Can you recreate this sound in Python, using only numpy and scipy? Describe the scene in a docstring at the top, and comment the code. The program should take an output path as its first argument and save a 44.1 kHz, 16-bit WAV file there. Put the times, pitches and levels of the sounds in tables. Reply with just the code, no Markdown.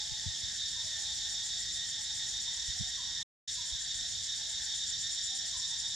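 """Cicadas in a tropical forest.

Close to the microphone a cicada rocks ever faster between a bright rasp and a ringing lower note,
its tymbals buckling as its abdomen pumps. Another purrs beside it, over a far chorus, faint bird hoots
and a low rumble. Soft bumps reach the hand-held microphone; the sound cuts out for a quarter second."""
import sys
import numpy as np
from scipy import signal
from scipy.fft import rfft, irfft, next_fast_len
from scipy.io import wavfile
from scipy.ndimage import uniform_filter1d, map_coordinates

SR = 44100
rng = np.random.default_rng(int(sys.argv[2]) if len(sys.argv) > 2 else 0)


def wav_out(sig):
    """Save sig, one row per channel (or a flat mono array), as 16-bit PCM at SR to the path in sys.argv[1]."""
    wavfile.write(sys.argv[1], SR, np.round(np.clip(np.atleast_2d(sig).T, -1, 1) * 32767).astype(np.int16))


N = 262395
TIME = np.arange(N) / SR
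DROPOUT_S = (3.2295, 3.4775)  # start and end; the microphone stands elsewhere afterwards

# How alike the two channels are. Each row: frequency in Hz, left-right correlation.
STEREO_LIKENESS = [(60, 0.95), (130, 0.65), (300, 0.72), (1000, 0.85), (2000, 0.83), (3600, 0.83),
                   (5400, 0.85), (7000, 0.58), (9000, 0.23), (13000, .15)]
# Echo among the trees. Each row: frequency in Hz, time to fall 60 dB in seconds.
FOREST_DECAY = [(200, .5), (1000, 1.3), (4000, .4), (12000, .2)]
# Colours of the rumble, the low background murmur and the blur of distant insects.
# Each row: frequency in Hz, relative spectral density in dB.
RUMBLE_SPECTRUM = [(20, -28), (38, -0.5), (55, -1.5), (90, -4), (170, -11.5), (300, -28), (800, -83)]
MURMUR_SPECTRUM = [(60, -35), (170, 1), (300, -4), (480, -10), (700, -4), (1050, -8), (1250, -10),
                   (2500, -40.5), (6000, -76)]
HAZE_SPECTRUM = [(1100, -30), (1600, -23), (2500, -15), (3000, -13), (4100, -1.5), (5500, -1), (7200, 1.5),
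                 (8300, -11.5), (9400, -20), (11300, -25), (12800, -32.5), (14800, -39), (15600, -59.5)]
# The murmur, fainter after the dropout. Each row: time in seconds, level in dB.
MURMUR_LEVEL = [(3.25, -67), (3.45, -68.5)]
# Far insects, a band for each kind. Each row: centre in Hz, width in Hz, level in dB.
CHORUS_BANDS = [(1758, 145, -59.5), (2130, 47, -67), (3340, 182, -52), (3623, 147, -46.5),
                (4596, 140, -52.5), (5343, 61, -50), (6380, 120, -60.5)]
# One low voice among them. Each row: time in seconds, pitch in Hz, level in dB.
DRONE_COURSE = [(0, 1850, -60), (1, 1850, -60.5), (2, 1876, -59), (3.2, 1865, -59), (3.5, 1813, -63),
                (5.95, 1830, -58)]
# A far bird's even hoots. Each row: first and last hoot in seconds, pitch in Hz, relative level in dB.
HOOT_SERIES = [(-.02, .22, 859, -64), (.96, 1.42, 845, -64.5), (1.96, 2.3, 846, -66),
               (3.05, 3.16, 859, -69.5), (4.37, 4.72, 858, -67.5), (5.69, 5.81, 897, -69)]
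# Single whoops. Each row: start and length in seconds, first and last pitch in Hz, relative level in dB.
WHOOP_GLIDES = [(.75, .055, 1006, 880, -65.5), (.848, .045, 665, 610, -66.5),
                (2.465, 0.048, 990, 862, -61.5), (2.752, .058, 789, 683, -66.5),
                (2.968, .048, 1178, 900, -62), (3.565, .06, 1048, 880, -63), (5.093, 0.032, 754, 614, -68),
                (5.27, .12, 743, 804, -68), (5.53, 0.055, 1165, 930, -62)]
# Handling bumps. Each row: start in seconds, peak in dB, left over right in dB, pitch in Hz,
# swell time in seconds.
HAND_BUMPS = [(.11, -38.5, 3, 90, 0.011), (0.255, -32.5, 2, 98.5, 0.017), (.432, -40.5, -8, 71.4, 0.013),
              (.84, -45, 12, 85, .011), (2.684, -34.5, -12, 86.8, 0.009), (2.79, -34.5, -2, 72, 0.016),
              (2.806, -33.5, -5, 139.8, .007), (3.72, -36.5, 1, 72, 0.015), (4.008, -44.5, 6, 61.1, 0.014),
              (5.56, -47, 1, 85.5, 0.014)]
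# Colours of the purr, the near cicada's rasp and the rasp's overtones.
# Each row: frequency in Hz, relative spectral density in dB.
PURR_SPECTRUM = [(4200, -86.5), (4800, -21), (5100, -10), (5370, -2), (5600, -1), (5800, -0.5),
                 (6100, -19.5), (6600, -7), (7300, -10.5), (8200, -18.5), (9500, -41), (12000, -80.5)]
RASP_SPECTRUM = [(2400, -87.5), (3000, -22), (3400, -18), (4200, -34), (6200, -14), (6800, 0), (7150, 7.5),
                 (7700, -5.5), (8400, -5.5), (9000, -9.5), (9350, -32), (12000, -74.5)]
OVERTONE_SPECTRUM = [(8000, -60.5), (9500, 4.5), (11500, -6), (12600, -7), (14000, -10.5), (14500, -13),
                     (15600, -33.5)]
# The purring cicada. Each row: time in seconds, level in dB, throbs per second.
PURR_COURSE = [(0, -48, 34.76), (.6, -45, 36), (3.2, -43.5, 36.17), (3.5, -46.5, 33.1), (4.6, -44.5, 34.87),
               (5.2, -42.5, 34.14), (5.95, -43.5, 34.9)]
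# Bouts of the near cicada. Each row: first rasp and end in seconds, starting rate in strokes per second,
# rate gained each second, rate added by the closing spurt.
STROKE_BOUTS = [(.0573, 3.04, 5.997, .59, 3.52), (3.5313, 5.95, 6.638, 1.04, 1.57)]
# How hard it sings. Each row: time in seconds, rasp and ring levels in dB at the crest of their swells.
SONG_EFFORT = [(0, -52, -44.5), (.45, -46, -41), (1.6, -41, -41.5), (2.85, -44, -41.5), (3.1, -52.5, -42.5),
               (3.5, -42, -42.5), (4.4, -43, -41.5), (5.3, -39.5, -40.5), (5.95, -43, -39.5)]
# How it faces the microphone. Each row: time in seconds, left over right in dB, overtones re rasp in dB.
RASP_FACING = [(3.25, 2.5, -23), (3.45, 6, -25.5)]
# Partials of its ringing body. Each row: frequency in Hz, relative level in dB.
RING_PARTIALS = [(3390, -8), (3495, -19), (3580, -15), (3678, 2), (3780, -7.5), (3866, -15), (3965, -5)]


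def amp(db):
    """Decibels to gain."""
    return 10 ** (np.asarray(db) / 20)


def unit(x):
    """x at rms 1."""
    return x / np.sqrt(np.mean(x ** 2) + 1e-20)


def along(points, hz):
    """Frequency-value points read on a log axis."""
    freqs, values = np.transpose(points)
    return np.interp(np.log(hz + 1), np.log(freqs + 1), values)


def curves(rows):
    """One value per sample for each column after the time."""
    times, *columns = np.transpose(rows)
    return [np.interp(TIME, times, column) for column in columns]


def wobble(rate):
    """A smooth random curve, rate knots a second."""
    return map_coordinates(rng.standard_normal(4096), [TIME * rate], mode="wrap")


def phase(hz):
    """Running phase in radians of a changing frequency."""
    return 2 * np.pi * np.cumsum(hz, axis=-1) / SR


def filtered(x, response):
    """x filtered by a response given as a function of frequency."""
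    size = next_fast_len(N + SR // 4)
    return irfft(rfft(x, size) * response(np.fft.rfftfreq(size, 1 / SR)), size)[..., :N]


def panned(left_db):
    """Gains of the two channels for a level difference."""
    return amp([[left_db / 2], [-left_db / 2]])


def spread(pair, colour):
    """Two unrelated signals, coloured and mixed into a stereo field of rms 1, widest in the treble."""
    def mid_and_side(hz):
        angle = np.arccos(np.clip(along(STEREO_LIKENESS, hz), -1, 1)) / 2
        return colour(hz) * np.array([np.cos(angle), np.sin(angle)])
    mid, side = filtered(pair, mid_and_side)
    return unit(np.array([mid + side, mid - side]))


def rush(spectrum, gate=1):
    """Stereo noise, chopped by a gate and then coloured."""
    return spread(gate * rng.standard_normal((2, N)), lambda hz: amp(along(spectrum, hz)))


def patchy(pair, depth_db):
    """Each narrow band of a stereo sound swells and sinks on its own."""
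    bands = signal.stft(pair, nperseg=1024)[2]
    swells = uniform_filter1d(rng.standard_normal(bands.shape[1:]), size=3, axis=0)
    swells = unit(uniform_filter1d(swells, size=9, axis=1))
    return unit(signal.istft(bands * amp(depth_db * swells), nperseg=1024)[1][:, :N])


def forest(x, wet_db):
    """A sound with its scatter from trunks and leaves, at unchanged power."""
    hz, age, bands = signal.stft(rng.standard_normal((2, SR * 3 // 4)), SR, nperseg=256)
    decay = amp(-60 * age / along(FOREST_DECAY, hz)[:, None])
    tail = signal.istft(bands * decay, SR, nperseg=256)[1]
    echo = spread(signal.fftconvolve(np.atleast_2d(x), tail, axes=1)[:, :N], np.ones_like)
    return (x + amp(wet_db) * np.std(x) * echo) / np.hypot(1, amp(wet_db))


def trunks(pair, echo_db, count=6):
    """Nearby stems return weak copies within milliseconds and ripple the spectrum in each channel."""
    delays = rng.uniform(0.000713, .007, (count, 2, 1))
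    ripple = lambda hz: 1 + amp(echo_db) * np.exp(-2j * np.pi * hz * delays).sum(axis=0)
    return unit(filtered(pair, ripple))


def background(rumble_db=-59.5):
    """A rumble and a low background murmur with a patchy, flickering texture, each drifting in level."""
    murmur_db, = curves(MURMUR_LEVEL)
    rumble = amp(rumble_db + 1.4 * wobble(9.1)) * rush(RUMBLE_SPECTRUM)
    murmur = amp(murmur_db + 1.1 * wobble(9)) * patchy(rush(MURMUR_SPECTRUM), depth_db=2.5)
    return rumble + murmur


def far_chorus(haze_db=-42.5):
    """Many far insects merge into bands that each swell a little, over a nearly steady haze."""
    mix = amp(haze_db + .73 * wobble(4)) * rush(HAZE_SPECTRUM) * panned(-.7)
    for hz, width, db in CHORUS_BANDS:
        band = spread(rng.standard_normal((2, N)), lambda f: np.exp(-np.square((f - hz) / width / 2)))
        mix += band * amp(db + 1.2 * wobble(13)) * panned(-.24)
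    return mix


def far_drone(waver_hz=28, blur_hz=50):
    """A distant insect holds a rough, unsteady note."""
    hz, db = curves(DRONE_COURSE)
    pitch = hz + waver_hz * wobble(14) + blur_hz * wobble(250)
    drone = unit(np.sin(phase(pitch))) * amp(db + 3.2 * wobble(16))
    return forest(drone, wet_db=-3.5)


def hoot(start, length, first_hz, last_hz, db, blur_hz):
    """One soft note that swells and fades while its pitch glides."""
    progress = (TIME - start) / length
    on = (progress > 0) & (progress < 1)
    pitch = first_hz + (last_hz - first_hz) * progress[on] + blur_hz[on]
    note = np.zeros(N)
    note[on] = amp(db) * np.sin(np.pi * progress[on]) * np.sin(phase(pitch))
    return note


def far_birds(gain_db=9.5, gap_s=.115, hoot_s=.066, sag_hz=22, fade_db=1.5, faint_calls=14):
    """Fading runs of hoots, single whoops and faint calls, broken up by the foliage and half echo."""
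    notes = list(WHOOP_GLIDES)
    for first, last, hz, db in HOOT_SERIES:
        for k in range(round((last - first) / gap_s) + 1):
            notes.append((first + k * gap_s, hoot_s, hz + sag_hz / 2, hz - sag_hz / 2, db - k * fade_db))
    for when, pitch in rng.random((faint_calls, 2)):  # still farther birds, calling at random
        hz = 728 + 60 * (2 * pitch - 1)
        notes.append((when * N / SR, hoot_s, hz, hz - sag_hz, -73.5))
    blur_hz = 19 * wobble(130)
    song = amp(gain_db) * sum(hoot(*note, blur_hz) for note in notes)
    return forest(song, wet_db=0)


def handling_bumps(roughness=.35):
    """Each nudge of the hand swells and dies in a few low, uneven cycles, different in each channel."""
    bumps = np.zeros((2, N))
    unevenness = 1 + roughness * np.array([wobble(170), wobble(170)])
    for start, db, left_db, hz, swell_s in HAND_BUMPS:
        age = np.maximum(TIME - start, 0) / swell_s
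        envelope = np.square(age * np.exp(1 - age))
        bumps += amp(db) * unit(panned(left_db)) * envelope * np.sin(phase(hz * unevenness))
    return bumps


def tymbal_gate(rate_hz, sharpness):
    """A gate that peaks once each time a tymbal buckles."""
    return np.exp(sharpness * (np.cos(phase(rate_hz)) - 1))


def purring_cicada(tymbal_hz=235, throb_depth=.42):
    """A second cicada, a little to the right, throbs quickly and evenly."""
    level_db, throb_hz = curves(PURR_COURSE)
    throb = 1 + throb_depth * np.sin(phase(throb_hz + .3 * wobble(6)))
    buzz = tymbal_gate(tymbal_hz * (1 + .0833 * wobble(30)), sharpness=.23)
    purr = trunks(rush(PURR_SPECTRUM, throb * buzz), echo_db=-10)
    return purr * amp(level_db + .35 * wobble(17)) * panned(-4)


def abdomen_strokes(spurt_s=.3):
    """Strokes counted from the start of each bout: the abdomen speeds up, spurts, then holds still."""
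    counts = []
    for first, end, rate, speed_up, spurt in STROKE_BOUTS:
        age = np.minimum(TIME, end) - first
        closing_spurt = spurt * spurt_s * np.exp((first + age - end) / spurt_s)
        counts.append(rate * age + speed_up * age ** 2 / 2 + closing_spurt)
    return np.where(TIME < np.mean(DROPOUT_S), *counts)


def swell(offset, width, floor):
    """A flat-topped gain: 1 at zero offset, sinking to the floor beyond the width."""
    return floor + (1 - floor) * np.exp(-(offset / width) ** 4)


def tymbal_rasp(tymbal_hz=287):
    """Buckling tymbals chop a bright noise, which nearby stems reflect to the microphone."""
    left_db, overtone_db = curves(RASP_FACING)
    buckling = tymbal_gate(tymbal_hz * (1 + .04 * wobble(40)), sharpness=1)
    rasp = rush(RASP_SPECTRUM, buckling) + amp(overtone_db) * rush(OVERTONE_SPECTRUM, buckling)
    return trunks(rasp, echo_db=-14.5) * amp([left_db / 2, -left_db / 2])


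def body_ring(waver_hz=9, blur_hz=28, flutter_db=2.2):
    """The body rings in close partials that waver together, each fluttering a little on its own."""
    drift = waver_hz * wobble(30)
    ring = np.zeros(N)
    for hz, db in RING_PARTIALS:
        gain = amp(db + flutter_db * wobble(45))
        ring += gain * np.sin(phase(hz + drift + blur_hz * wobble(150)))
    return unit(ring)


def near_cicada():
    """The abdomen pumps: each stroke gives a short bright rasp; between strokes the body rings lower."""
    rasp_db, ring_db = curves(SONG_EFFORT)
    stroke = abdomen_strokes()
    offset = np.abs(stroke - np.round(stroke))  # 0 in a rasp, one half between two
    rasp = tymbal_rasp() * swell(offset, width=.2, floor=.12) * amp(rasp_db)
    ring = body_ring() * swell(.5 - offset, width=.31, floor=.36) * amp(ring_db + 1.2 * wobble(9.5))
    return forest(rasp + ring * panned(-1.2), wet_db=-7)


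def scene():
    """Insects near and far, birds, handling bumps and the low background, all at the microphone."""
    insects = near_cicada() + purring_cicada() + far_drone() + far_chorus()
    return insects + far_birds() + handling_bumps() + background()


def record(dry, fade_s=.0044, low_cut_hz=42, top_hz=15700):
    """The microphone sheds the deepest bass, the sound cuts out briefly, and the top treble is lost."""
    heard = filtered(dry, lambda hz: 1 - np.exp(-(hz / low_cut_hz) ** 4))
    outside_dropout_s = np.maximum(DROPOUT_S[0] - TIME, TIME - DROPOUT_S[1])
    gate = np.clip(outside_dropout_s / fade_s + .5, 0, 1)
    return filtered(heard * gate, lambda hz: hz < top_hz)


dry = scene()
out = record(dry)
wav_out(out)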